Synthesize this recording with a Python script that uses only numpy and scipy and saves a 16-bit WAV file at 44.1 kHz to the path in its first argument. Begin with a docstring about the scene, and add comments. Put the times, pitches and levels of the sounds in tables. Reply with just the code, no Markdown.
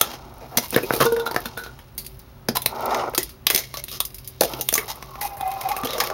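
"""A toy finger skateboard clacks, skids, rolls and scrapes over a wooden table and a ribbed mat in a small room.
Contacts are noise cracks plus dying modes of deck, trucks and wood; a tumble onto a hollow thing rings its modes.
Wheels and rubbing are random grit through resonances; ribs of the mat add a wandering tone and a fuzzy drone.
Steady hiss, a low wavering hum and a thin screen whine lie under it all, close to a small camera."""
import sys
import numpy as np
from scipy import signal
from scipy.fft import rfft, irfft
from scipy.io import wavfile
from scipy.ndimage import uniform_filter1d

SR = 44100
rng = np.random.default_rng(int(sys.argv[2]) if len(sys.argv) > 2 else 0)


def pcm_store(signal):
    """Save signal as 16-bit PCM."""
    levels = np.round(np.clip(np.atleast_2d(signal), -1, 1) * 32767)
    wavfile.write(sys.argv[1], SR, levels.astype(np.int16).T)


N = 270333

# Wheels and board moving: start_s, rumble_db
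ROLL_CURVE = [(0.0, -41), (0.23, -45.5), (0.55, -47.5), (0.76, -54), (0.93, -31.5), (1.11, -41.5),
              (1.24, -37.5), (1.69, -49.5), (2.01, -63), (2.53, -56), (2.656, -46.5), (2.722, -34),
              (2.888, -22.5), (3.0, -22), (3.085, -26.5), (3.11, -40.5), (3.3, -62), (4.4, -69),
              (4.498, -35.5), (4.602, -38), (4.66, -63), (4.8, -43), (5.138, -49.5), (5.38, -43.5),
              (5.494, -52), (5.618, -37), (6.026, -38.5), (6.13, -29)]
# Table resonances: centre_hz, width_hz, level_db
TABLE_MODES = [(236.4, 26, 2.5), (360, 47, 6.5), (590, 250, 9), (893, 140, 10), (1298, 260, 9.5),
               (1510, 360, 7)]
# Fingers, grip tape and axles rubbing: start_s, scrape_db, fizz_db
RUB_CURVE = [(0.03, -43, -47), (0.14, -48, -57), (0.3, -58.5, -68), (0.51, -54, -55), (0.74, -41, -41),
             (1.08, -37, -42), (1.25, -55.5, -84), (1.39, -43, -42), (1.77, -58, -83), (1.98, -67, -60),
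             (2.12, -56, -53), (2.5, -71, -82), (2.62, -49.5, -49), (2.988, -37.5, -47.5), (3.13, -53, -60),
             (3.246, -44.5, -77), (3.45, -73, -68), (3.64, -62, -63), (3.934, -48, -65), (4.04, -58, -50),
             (4.39, -54, -59), (4.48, -38.5, -41.5), (4.64, -47.5, -43), (4.742, -39, -35),
             (4.962, -49.5, -55), (5.378, -53, -49.5), (5.672, -41, -44), (5.874, -47, -53),
             (6.056, -33.5, -36), (6.13, -50, -57)]
# Board resonances under friction: centre_hz, width_hz, gain_db
BOARD_RESONANCES = [(2300, 34, -40), (2820, 78, 0.5), (3236, 170, -3), (3870, 340, 0), (4370, 125, -0.5),
                    (5190, 770, -0.5), (6200, 1800, -4.5), (10480, 4500, -1), (11960, 840, -1),
                    (14200, 780, -2.5)]
# Background hiss, relative spectrum: frequency_hz, gain_db
HISS_SPECTRUM = [(12, -56.5), (20, -8), (43, 1.5), (101, 2.5), (138, -3.5), (277, -9), (388, -29),
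                 (542, -9), (607, -13.5), (738, -17), (923, -17), (1120, -18), (4810, -29), (7950, -33),
                 (16000, -30)]
# Hum bands: centre_hz, width_hz, level_db
HUM_BANDS = [(54, 14, -50), (129, 12, -50), (383, 8, -58)]
# Short skids and chatters: start_s, length_s, thump_db, knock_db, clack_db, tick_db,
# wood_hz, board_hz (dragging part), board_ring_db (within the skid)
SKIDS = [(0.01, 0.17, -40.5, -36, -36.5, -41.5, 258, 3260, 5),
         (0.404, 0.073, -38, -41, -51, -56, 820, 2470, 3),
         (0.512, 0.11, -37.5, -37.5, -54, -55, 796, 2400, -8),
         (0.571, 0.018, -43, -21, -18.5, -36, 247, 2140, 5),
         (0.622, 0.051, -60, -35.5, -35, -33.5, 940, 2140, 6),
         (0.723, 0.036, -27.5, -28.5, -33, -31, 295, 2630, 8),
         (0.769, 0.023, -47, -20.5, -53, -46, 500, 1870, -17),
         (0.825, 0.026, -23.5, -33.5, -40, -33, 410, 2510, 18),
         (0.922, 0.041, -24, -46, -30, -24.5, 567, 2480, 8), (1, 0.037, -17, -14, -24, -21, 1196, 3140, 10),
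         (1.037, 0.04, -45, -23, -26.5, -32, 1110, 2770, 3),
         (1.256, 0.025, -32, -27, -31, -33, 870, 4020, 16),
         (2.55, 0.03, -41, -25, -27, -29, 930, 1900, -18), (3.134, 0.01, -30, -33, -54, -44, 616, 2560, -2),
         (3.177, 0.053, -49, -36, -33, -36, 368, 1960, 13),
         (3.5, 0.13, -51, -33, -29, -27.5, 430, 2120, 11.5),
         (3.602, 0.062, -49, -48, -35, -40, 1130, 2130, 14),
         (3.633, 0.14, -57, -57, -45.5, -49, 1100, 2140, 9),
         (3.775, 0.033, -58, -43, -36, -36, 567, 2120, 13),
         (3.913, 0.076, -45, -40.5, -33, -37, 1210, 5130, 5),
         (4.416, 0.048, -21, -55, -27.5, -24.5, 710, 2540, -5),
         (4.588, 0.017, -31.5, -48, -39, -44, 776, 3000, 3),
         (4.774, 0.075, -58, -35, -51, -40, 1180, 2040, 11),
         (4.879, 0.051, -64, -29, -28, -31, 850, 2010, 3),
         (5.208, 0.08, -45, -36.5, -33, -28.5, 990, 2520, 7),
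         (5.845, 0.022, -29.5, -31, -28.5, -27, 448, 3100, 8),
         (5.884, 0.058, -43, -34, -32, -43, 507, 3760, 22),
         (5.94, 0.071, -32.5, -30.5, -51, -56, 565, 3460, 11),
         (6.006, 0.032, -29, -22.5, -51, -54, 820, 1790, 2)]
# Clacks of the board: start_s, thump_db, knock_db, clack_db, tick_db,
# wood_hz (struck wood), touch_hz (touched part of the board), rattle_t60_s
CLACKS = [(0.011, -20, -12, -8.5, -5.5, 1340, 3500, 0.023),
          (0.571, -21.5, -24, -15, -10.5, 237, 5800, 0.069), (0.704, -62, -60, -38, -24, 277, 4630, 0.031),
          (0.744, -40, -27, -21, -35, 547, 3700, 0.072), (0.761, -9, -13, -19.5, -15.5, 506, 1750, 0.014),
          (0.774, -30, -40, -28.5, -45, 415, 2640, 0.1), (0.905, -17, -12, -37, -34, 570, 1570, 0.0095),
          (0.935, -20.5, -21.5, -27, -40, 650, 4480, 0.018),
          (0.961, -30, -37, -30.5, -25.5, 460, 4540, 0.11), (1.008, -21.5, -26, -21, -27, 538, 4240, 0.046),
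          (1.012, -38, -20.5, -43, -38, 1086, 1690, 0.091), (1.021, -17, -25, -23, -25, 470, 1690, 0.012),
          (1.044, -31, -41, -36, -30, 460, 3600, 0.042), (1.053, -23, -39, -37, -22, 462, 2880, 0.037),
          (1.122, -35, -41, -37.5, -29, 460, 3650, 0.047), (1.163, -30, -28, -36.5, -35, 506, 3700, 0.056),
          (1.196, -46, -39, -35.5, -35, 400, 3750, 0.12), (1.262, -36, -22.5, -32.5, -47, 1390, 3700, 0.12),
          (1.31, -29, -25.5, -31, -32, 924, 4430, 0.056), (1.343, -25, -26, -35, -33, 1012, 4640, 0.049),
          (1.361, -19, -14, -20.5, -25.5, 723, 1560, 0.033),
          (1.456, -30.5, -27.5, -29.5, -28.5, 235, 4200, 0.073),
          (1.573, -35, -28, -37, -33, 1480, 4000, 0.18), (1.635, -47, -39, -37.5, -40, 1370, 4100, 0.11),
          (1.661, -37, -35, -44, -46, 1442, 3800, 0.14), (1.788, -64, -45, -47, -48, 391, 3160, 0.14),
          (1.978, -47, -44, -32.5, -24, 223, 4610, 0.14), (2.046, -57, -73, -44, -40, 375, 4770, 0.13),
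          (2.063, -66, -60, -37, -31.5, 395, 4730, 0.059), (2.195, -57, -64, -48, -49, 220, 4680, 0.089),
          (2.485, -17, -18.5, -18.5, -22, 232, 4980, 0.05), (2.556, -50, -29, -40, -23, 1080, 1850, 0.017),
          (2.568, -31, -19, -18.5, -15, 1010, 3900, 0.021), (2.618, -46, -52, -32.5, -25, 256, 3550, 0.05),
          (2.659, -22, -21, -13, -11, 1040, 3630, 0.024), (2.907, -44, -34, -33, -40, 1020, 1850, 0.19),
          (2.944, -41, -30, -23.5, -33.5, 990, 1760, 0.034), (2.994, -40, -26, -33.5, -52, 761, 2950, 0.12),
          (3.147, -44, -29.5, -24.5, -22, 1300, 4740, 0.053),
          (3.177, -21.5, -20.5, -15, -11, 364, 7050, 0.049), (3.229, -64, -47, -30, -22, 350, 4800, 0.067),
          (3.291, -55, -49, -43, -38.5, 387, 4700, 0.15), (3.467, -37, -19.5, -7, -10, 1154, 3720, 0.017),
          (3.5, -28.5, -22.5, -14.5, -13, 454, 2240, 0.03),
          (3.506, -42, -26, -21, -14.5, 1155, 3540, 0.021), (3.534, -34, -48, -39, -31, 450, 2230, 0.046),
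          (3.546, -27.5, -40, -13.5, -11, 380, 6170, 0.028),
          (3.559, -46, -29, -16, -10.5, 754, 3650, 0.015), (3.576, -45, -47, -19, -21, 433, 6150, 0.062),
          (3.589, -56, -54, -27, -27, 640, 6750, 0.055), (3.739, -38.5, -30.5, -32, -32, 1140, 4070, 0.11),
          (3.77, -46, -35.5, -27.5, -31, 578, 6000, 0.073), (3.838, -48, -46, -33, -24, 356, 4200, 0.036),
          (3.881, -48.5, -43, -35, -35, 207, 3630, 0.24), (3.914, -51, -64, -47, -32.5, 630, 5010, 0.052),
          (4.002, -34.5, -24.5, -17.5, -12.5, 1147, 3800, 0.048),
          (4.05, -54, -49, -33, -24.5, 1100, 5000, 0.078), (4.103, -49, -64, -47, -47, 363, 5000, 0.039),
          (4.143, -58.5, -67, -41, -32.5, 256, 5040, 0.096),
          (4.182, -78, -75.5, -42, -37, 361, 5000, 0.078), (4.244, -65, -67, -45, -43, 199, 4910, 0.13),
          (4.274, -64, -65, -40.5, -28, 217, 4700, 0.083),
          (4.408, -11.5, -20, -11.5, -10, 620, 4300, 0.018), (4.417, -30, -17, -34, -20, 835, 5910, 0.022),
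          (4.433, -23, -24, -25.5, -19.5, 610, 3580, 0.04),
          (4.534, -30.5, -39, -27.5, -33, 360, 3000, 0.03), (4.609, -33, -38, -26, -19.5, 820, 6400, 0.068),
          (4.687, -38, -29.5, -15.5, -11, 1200, 3800, 0.016),
          (4.725, -25.5, -26, -28, -20, 662, 5530, 0.027), (4.738, -49, -41, -15.5, -9.5, 288, 6300, 0.027),
          (4.752, -33, -23.5, -20, -15, 1165, 6730, 0.071),
          (4.777, -27, -23.5, -19.5, -18, 431, 2070, 0.083), (4.955, -52, -53, -53, -39, 860, 2630, 0.057),
          (5.024, -42, -34, -34.5, -38, 1060, 2700, 0.017),
          (5.154, -44, -35, -40.5, -52, 1160, 2070, 0.038), (5.212, -45, -31.5, -30.5, -28, 880, 1970, 0.1),
          (5.368, -55, -47, -54, -39.5, 840, 1770, 0.11), (5.408, -37, -30, -35, -30, 855, 3740, 0.044),
          (5.475, -56, -52, -57, -36, 765, 1990, 0.059), (5.514, -44, -52, -36, -33, 880, 2220, 0.035),
          (5.61, -41, -44, -32, -28, 709, 2150, 0.053), (5.687, -35, -35, -31.5, -25, 700, 2460, 0.086),
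          (5.715, -59, -32, -30, -34, 860, 1990, 0.061), (5.764, -37, -28.5, -31.5, -27, 818, 2492, 0.086),
          (5.833, -26, -26, -32.5, -36, 267, 3550, 0.063), (5.87, -34, -37, -27.5, -33, 452, 3200, 0.041),
          (5.905, -52, -44, -27.5, -31, 1160, 3910, 0.026), (5.931, -33, -30.5, -27, -31, 532, 3730, 0.12),
          (5.98, -29, -27, -30, -29, 490, 5560, 0.086), (6.001, -46, -18.5, -15, -18.5, 1159, 1710, 0.068),
          (6.036, -49, -25, -30, -24.5, 1156, 2360, 0.04), (6.071, -36, -44, -27.5, -29, 550, 1880, 0.023),
          (6.1, -49, -25, -31.5, -34.5, 612, 4500, 0.029)]
# Thump, knock, clack and tick bands: low_hz, high_hz
CONTACT_BANDS = [(110, 600), (600, 1900), (1900, 7300), (7300, 16000)]
# Deck and truck modes: pitch_hz, level_db, t60_s (before the extra fade of each clack)
DECK_MODES = [(560, -8, .05), (1114, -5, .06), (1780, -3, .06), (2200, -3, .12), (2620, -5, .05),
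              (3430, 0, .045), (4050, -3, .05), (4620, -3, .035), (5146, -3, .05), (6230, -2, .06)]
# Bounces on the hollow thing: start_s, level_db (of the 0 dB mode), brightness_db_per_octave
BOUNCES = [(1.051, -12.5, -5), (1.06, -20, 7), (1.12, -13, -2), (1.165, -21, 0), (1.197, -24.5, 6.5),
           (1.265, -33.5, 9.5), (1.454, -39.5, 11.5), (1.569, -42.5, 10.5), (1.608, -46, 3),
           (1.662, -47, 9)]
# Hollow thing's modes: pitch_hz, level_db, t60_s
HOLLOW_MODES = [(237, -15, .1), (463, 0, .19), (926, -10, .12), (1436, -11, .11), (1478, -14, .1),
                (2745, -28, .08), (3600, -22, .05)]
# Wheels singing on the ribs: start_s, pitch_hz, level_db
SING_CURVE = [(5.12, 785, -90), (5.18, 788.6, -43), (5.205, 815.7, -47), (5.225, 824, -31),
              (5.255, 815.4, -26.5), (5.28, 832, -44), (5.305, 808, -35.5), (5.395, 798, -44),
              (5.41, 793, -29), (5.418, 781, -44), (5.433, 779, -24), (5.447, 747, -39),
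              (5.465, 762.6, -26), (5.495, 752, -27), (5.51, 785, -37), (5.52, 801, -25),
              (5.555, 772, -37.5), (5.57, 775, -28), (5.612, 790, -48), (5.64, 809, -30), (5.67, 753, -24),
              (5.69, 755, -33), (5.715, 825.5, -22), (5.745, 758, -40), (5.84, 787, -34.5), (5.9, 820, -90)]
# Overtones of the singing: pitch_hz, level_db (against the tone)
SING_OVERTONES = [(1620, -28.), (2050, -19.), (2490, -19.)]
# Higher, fuzzier note of the same wheels: start_s, level_db, pitch_hz
DRONE_CURVE = [(4.9, -72, 1120), (4.94, -53, 1130), (5.09, -50, 1110), (5.155, -38.5, 1090),
               (5.3, -55, 997), (5.42, -44, 1036), (5.63, -41, 1020), (5.83, -33.5, 1180),
               (5.89, -39, 1182), (6.02, -36, 1157), (6.13, -40, 1160)]
# Room decay: frequency_hz, t60_s
ROOM_DECAY = [(200, 0.31), (1000, 0.16), (4000, 0.16), (12000, 0.12)]

RUMBLE_TOP_HZ, GRAIN_DB = 1500, -18.5  # grain: finer part above the rumble, against it
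# Hollow boom: level at the reference rumble, and its share of every change
BOOM_DB, BOOM_REFERENCE_DB, BOOM_SHARE = -45.5, -37.5, 0.53
MAT_START_S, MAT_FADE_S, MAT_DAMPS_DB = 4.75, 0.062, -7.5  # mat damps the boom
DECK_HUM_HZ, DECK_HUM_WIDTH_HZ, DECK_HUM_DB = 2170, 220, -14  # loose deck, against the scrape
HISS_DB, WHINE_HZ, WHINE_DB = -48.5, 15735, -63
FULL_BLOW_S = 0.0016  # after the first touch
TOUCH_RATTLE_DB, TOUCH_WIDTH_HZ = -6, 340  # touched part's own rattle
TOUCH_DB_PER_OCTAVE, TOUCH_SPREAD_DB = -13., 2  # drop away from the touched pitch; random unevenness
DECK_RING_DB, WOOD_RING_DB = -6., -4.5  # within the clack
ROOM_DB = -12.0
# Dead spot of the microphone port, with a narrow core
NOTCH_HZ, NOTCH_WIDTH_HZ, NOTCH_DB, SLIT_WIDTH_HZ, SLIT_DB = 7855, 1080, -7.5, 220, -12.5
EDGE_HZ, LEAK_EDGE_HZ, LEAK_DB = 15900, 16900, -22.0


def gain_of(db):
    """Decibels to gain."""
    return 10 ** (np.asarray(db) / 20)


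def evened(x):
    """Scales to rms 1."""
    return x / np.sqrt(np.mean(x ** 2) + 1e-20)


def read(points, hz):
    """Reads a spectrum table on a log-frequency axis."""
    f, value = np.transpose(points)
    return np.interp(np.log(hz + 1), np.log(f + 1), value)


def curves(rows):
    """Interpolates each column of curve rows over the whole scene."""
    s, *columns = np.transpose(rows)
    return [np.interp(np.arange(N) / SR, s, column) for column in columns]


def add(mix, start_s, sound):
    """Mixes a sound in at its start, cut at the scene's end."""
    part = mix[round(max(start_s, 0) * SR):][:len(sound)]
    part += sound[:len(part)]


def band(x, low_hz, high_hz):
    """Causal band-pass."""
    sos = signal.butter(3, [low_hz, high_hz], "bandpass", fs=SR, output="sos")
    return signal.sosfilt(sos, x)


def peak(x, hz, width_hz):
    """A fixed resonance of gain 1."""
    return signal.lfilter(*signal.iirpeak(hz, hz / width_hz, SR), x)


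def resonate(x, hz, width_hz):
    """Movable resonance of gain 1: shifts hz down to zero, smooths, shifts back."""
    turn = np.exp(2j * np.pi * np.cumsum(hz * np.ones(len(x))) / SR)
    r = np.exp(-np.pi * width_hz / SR)
    smooth = signal.lfilter([1 - r], [1, -r], x / turn + 1e-18)
    return 2 * (turn * smooth).real


def grit(per_s, spread_db):
    """Sparse random impulses of uneven size."""
    size = gain_of(spread_db * np.minimum(rng.exponential(1, N), 4))
    return evened(size * rng.standard_normal(N) * (rng.random(N) < per_s / SR))


def ring(modes, extra_db, t):
    """Exponentially dying sines, one a mode."""
    return sum(gain_of(db + more - 60 * t / t60) * np.sin(2 * np.pi * hz * t)
               for (hz, db, t60), more in zip(modes, extra_db))


def through_board(x, plain):
    """Colours grit with the board's resonances; a plain share passes as it is."""
    out = plain * x
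    for hz, width_hz, db in BOARD_RESONANCES:
        out = out + gain_of(db) * peak(x, hz, width_hz)
    return evened(out)


def add_by_band(mix, rows, sounds):
    """Splits contacts into thump, knock, clack and tick, each at its row's level (start_s, four dB)."""
    for k, (low_hz, high_hz) in enumerate(CONTACT_BANDS):
        parts = band(np.array(sounds), low_hz, high_hz)
        power = uniform_filter1d(parts ** 2, 300)
        parts = parts / np.sqrt(power.max(axis=1, keepdims=True))  # loudest short-time rms becomes 1
        for (start_s, *band_db), part in zip(rows, parts):
            add(mix, start_s, gain_of(band_db[k]) * part)


def rolling():
    """Tiny wheels bump over the grain of the wood and shake the table's resonances."""
    rumble_db, = curves(ROLL_CURVE)
    on_mat = np.clip((np.arange(N) / SR - MAT_START_S) / MAT_FADE_S, 0, 1)
    boom_db = BOOM_DB + BOOM_SHARE * (rumble_db - BOOM_REFERENCE_DB) + MAT_DAMPS_DB * on_mat
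    bumps = grit(5000, 1.6)
    # alternating signs between neighbouring modes
    body = sum((-1) ** k * gain_of(db) / np.sqrt(width_hz) * resonate(bumps, hz, width_hz)
               for k, (hz, width_hz, db) in enumerate(TABLE_MODES))
    rumble = evened(band(band(body, 173, RUMBLE_TOP_HZ), 378, RUMBLE_TOP_HZ))
    grain = gain_of(GRAIN_DB) * evened(band(bumps, RUMBLE_TOP_HZ, 2360))
    boom = evened(band(body, 160, 469))
    return gain_of(rumble_db) * (rumble + grain) + gain_of(boom_db) * boom


def rubbing():
    """Fine grit under the stroke: a scrape through the board, the deck's hum and an airy fizz with stray ticks."""
    scrape_db, fizz_db = curves(RUB_CURVE)
    flicker = gain_of(2. * evened(uniform_filter1d(rng.standard_normal(N), 350)))
    grains = flicker * grit(4500, 0.93)
    tick_envelope = signal.lfilter([1], [1, -.97], np.abs(grit(72, 4.8)))
    ticks = tick_envelope * rng.standard_normal(N)
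    body = through_board(grains, .15)
    scrape = evened(band(body, 2340, 9150))
    fizz = evened(band(body, 7230, 17400)) + 0.92 * evened(band(ticks, 7600, 16000))
    hum = peak(grains, DECK_HUM_HZ, DECK_HUM_WIDTH_HZ)
    hum = evened(peak(hum, DECK_HUM_HZ, DECK_HUM_WIDTH_HZ))
    return gain_of(scrape_db) * (scrape + gain_of(DECK_HUM_DB) * hum) + gain_of(fizz_db) * fizz


def room_tone():
    """Steady shaped noise, wavering narrow-band hum and a screen's whine."""
    hz, noise = np.fft.rfftfreq(N, 1 / SR), rng.standard_normal(N)
    shaped = irfft(rfft(noise) * gain_of(read(HISS_SPECTRUM, hz)), N)
    hiss = gain_of(HISS_DB) * evened(shaped)
    hum = sum(gain_of(db) * evened(peak(peak(noise[::-1], f, width_hz), f, width_hz))
              for f, width_hz, db in HUM_BANDS)
    whine = gain_of(WHINE_DB) * np.sqrt(2) * np.sin(2 * np.pi * WHINE_HZ * np.arange(N) / SR)
    return hiss + hum + whine


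def skids():
    """Quick uneven slips ring the wood and the board for as long as the board drags."""
    out, t, sounds = np.zeros(N), np.arange(8000) / SR, []
    shape = (len(SKIDS), len(t))
    chance, noise = rng.random(shape), rng.standard_normal(shape)
    for (_, length_s, *_, wood_hz, board_hz, ring_db), u, hiss in zip(SKIDS, chance, noise):
        drag = np.clip(np.minimum(t / 0.003, (length_s - t) / (0.27 * length_s)), 0, 1)
        # 500 slips a second, each a puff decaying in under a millisecond
        slips = signal.lfilter([1], [1, -.96], 1. * (u < 500 / SR))
        grains = drag * hiss * (0.5 + slips)
        rasp = through_board(grains, .4)
        wood = gain_of(8.5) * peak(grains, wood_hz, 170.0)
        board = gain_of(ring_db) * peak(grains, board_hz, 107.0)
        sounds.append(rasp + (wood + board) / np.sqrt(np.mean(grains ** 2)))
    add_by_band(out, [(start_s, *rest) for start_s, _, *rest in SKIDS], sounds)
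    return out


def clacks():
    """A faint first touch, a sharp blow, a short rattle, the modes of deck and trucks and the wood underneath."""
    out, t, sounds = np.zeros(N), np.arange(6000) / SR, []
    noise = rng.standard_normal((len(CLACKS), len(t)))
    luck = rng.standard_normal((len(CLACKS), len(DECK_MODES)))
    after = np.maximum(t - FULL_BLOW_S, 0)
    struck = np.where(after > 0, 1, .12)
    blow = (after > 0) * sum(size * (1 - after / s) * np.exp(-after / s)
                             for size, s in [(2.2, 0.00031), (4., 0.000013)])
    rattles = through_board(noise, .35)
    deck_hz = np.transpose(DECK_MODES)[0]
    for (*_, wood_hz, touch_hz, t60), hiss, rattle, weights in zip(CLACKS, noise, rattles, luck):
        t60 = max(t60, .005)
        touched = evened(peak(hiss, touch_hz, TOUCH_WIDTH_HZ))
        rattle = gain_of(-4.0) * rattle + gain_of(TOUCH_RATTLE_DB) * touched
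        burst = hiss * gain_of(-60 * after / 0.012) + rattle * gain_of(-60 * after / t60)
        crack = blow + struck * burst
        # modes far from the touched part stay quieter
        woken_db = TOUCH_SPREAD_DB * weights + TOUCH_DB_PER_OCTAVE * abs(np.log2(deck_hz / touch_hz))
        deck = gain_of(DECK_RING_DB - 30 * after / t60) * ring(DECK_MODES, woken_db, after)
        wood = ring([(wood_hz, WOOD_RING_DB, 1.43 * t60)], [0], after)
        loose = 1 + .5 * evened(uniform_filter1d(hiss, 120))  # loose parts make the rings flutter
        sounds.append(crack + loose * (deck + wood))
    add_by_band(out, CLACKS, sounds)
    return out


def bounces():
    """Each bounce feeds the ringing of the hollow thing; harder contact wakes its upper modes."""
    out, t = np.zeros(N), np.arange(14000) / SR
    octaves = np.log2(np.transpose(HOLLOW_MODES)[0] / HOLLOW_MODES[1][0])
    for start_s, db, bright_db in BOUNCES:
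        # phase runs on scene time, shared by all bounces
        modes = sum(gain_of(mode_db + bright_db * up - 60 * t / t60) * np.sin(2 * np.pi * hz * (start_s + t))
                    for (hz, mode_db, t60), up in zip(HOLLOW_MODES, octaves))
        add(out, start_s, gain_of(db) * modes * np.minimum(t / 0.0027, 1))
    return out


def singing():
    """Ribs of the mat drive a narrow swelling tone with fuzzy overtones, and a rougher note above it."""
    tone_hz, tone_db = curves(SING_CURVE)
    drone_db, drone_hz = curves(DRONE_CURVE)
    ribs = rng.standard_normal(N)
    sine = np.sqrt(2) * np.sin(2 * np.pi * np.cumsum(tone_hz) / SR)
    tone = sine + 0.66 * evened(resonate(ribs, tone_hz, 32.0))
    upper = sum(gain_of(db) * evened(peak(peak(ribs, hz, 80.), hz, 80.)) for hz, db in SING_OVERTONES)
    drone = evened(resonate(resonate(ribs, drone_hz, 110.0), drone_hz, 105.0))
    swell = gain_of(tone_db)
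    return swell * tone + uniform_filter1d(swell, 2000) * upper + gain_of(drone_db) * drone


def room(x):
    """Sparse echoes of random sign, each band dying at its own speed."""
    taps = np.zeros(SR // 2)
    at = np.arange(200, SR // 2 - 20, 20)
    taps[at + rng.integers(0, 20, len(at))] = rng.choice([-1., 1.], len(at))
    hz, t, z = signal.stft(taps, SR, nperseg=256)
    t60 = np.maximum(read(ROOM_DECAY, hz), .02)[:, None]
    tail = signal.istft(z * gain_of(-60 * t / t60), SR, nperseg=256)[1]
    return signal.fftconvolve(x, tail / np.linalg.norm(tail))[:N]


def scene():
    """Contacts with their room echo, plus motion sounds and background."""
    moving = rolling() + rubbing()
    background = room_tone()
    hits = skids() + clacks() + bounces()
    return (hits + gain_of(ROOM_DB) * room(hits) + moving + singing() + background)[None]


def record(dry):
    """The port's dead spot, soft overload, then the band limit with a faint shelf above it."""
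    hz = np.fft.rfftfreq(N, 1 / SR)
    port_db = sum(db / (1 + ((hz - NOTCH_HZ) / width_hz) ** 2)
                  for db, width_hz in [(NOTCH_DB, NOTCH_WIDTH_HZ), (SLIT_DB, SLIT_WIDTH_HZ)])
    heard = irfft(rfft(dry) * gain_of(port_db), N)
    heard = .92 * np.tanh(heard / .92)
    edge, leak = (signal.firwin(511, f, window=("kaiser", 12), fs=SR) for f in (EDGE_HZ, LEAK_EDGE_HZ))
    share = gain_of(LEAK_DB)
    return signal.oaconvolve(heard, ((1 - share) * edge + share * leak)[None], "same")


dry = scene()
out = record(dry)
pcm_store(out)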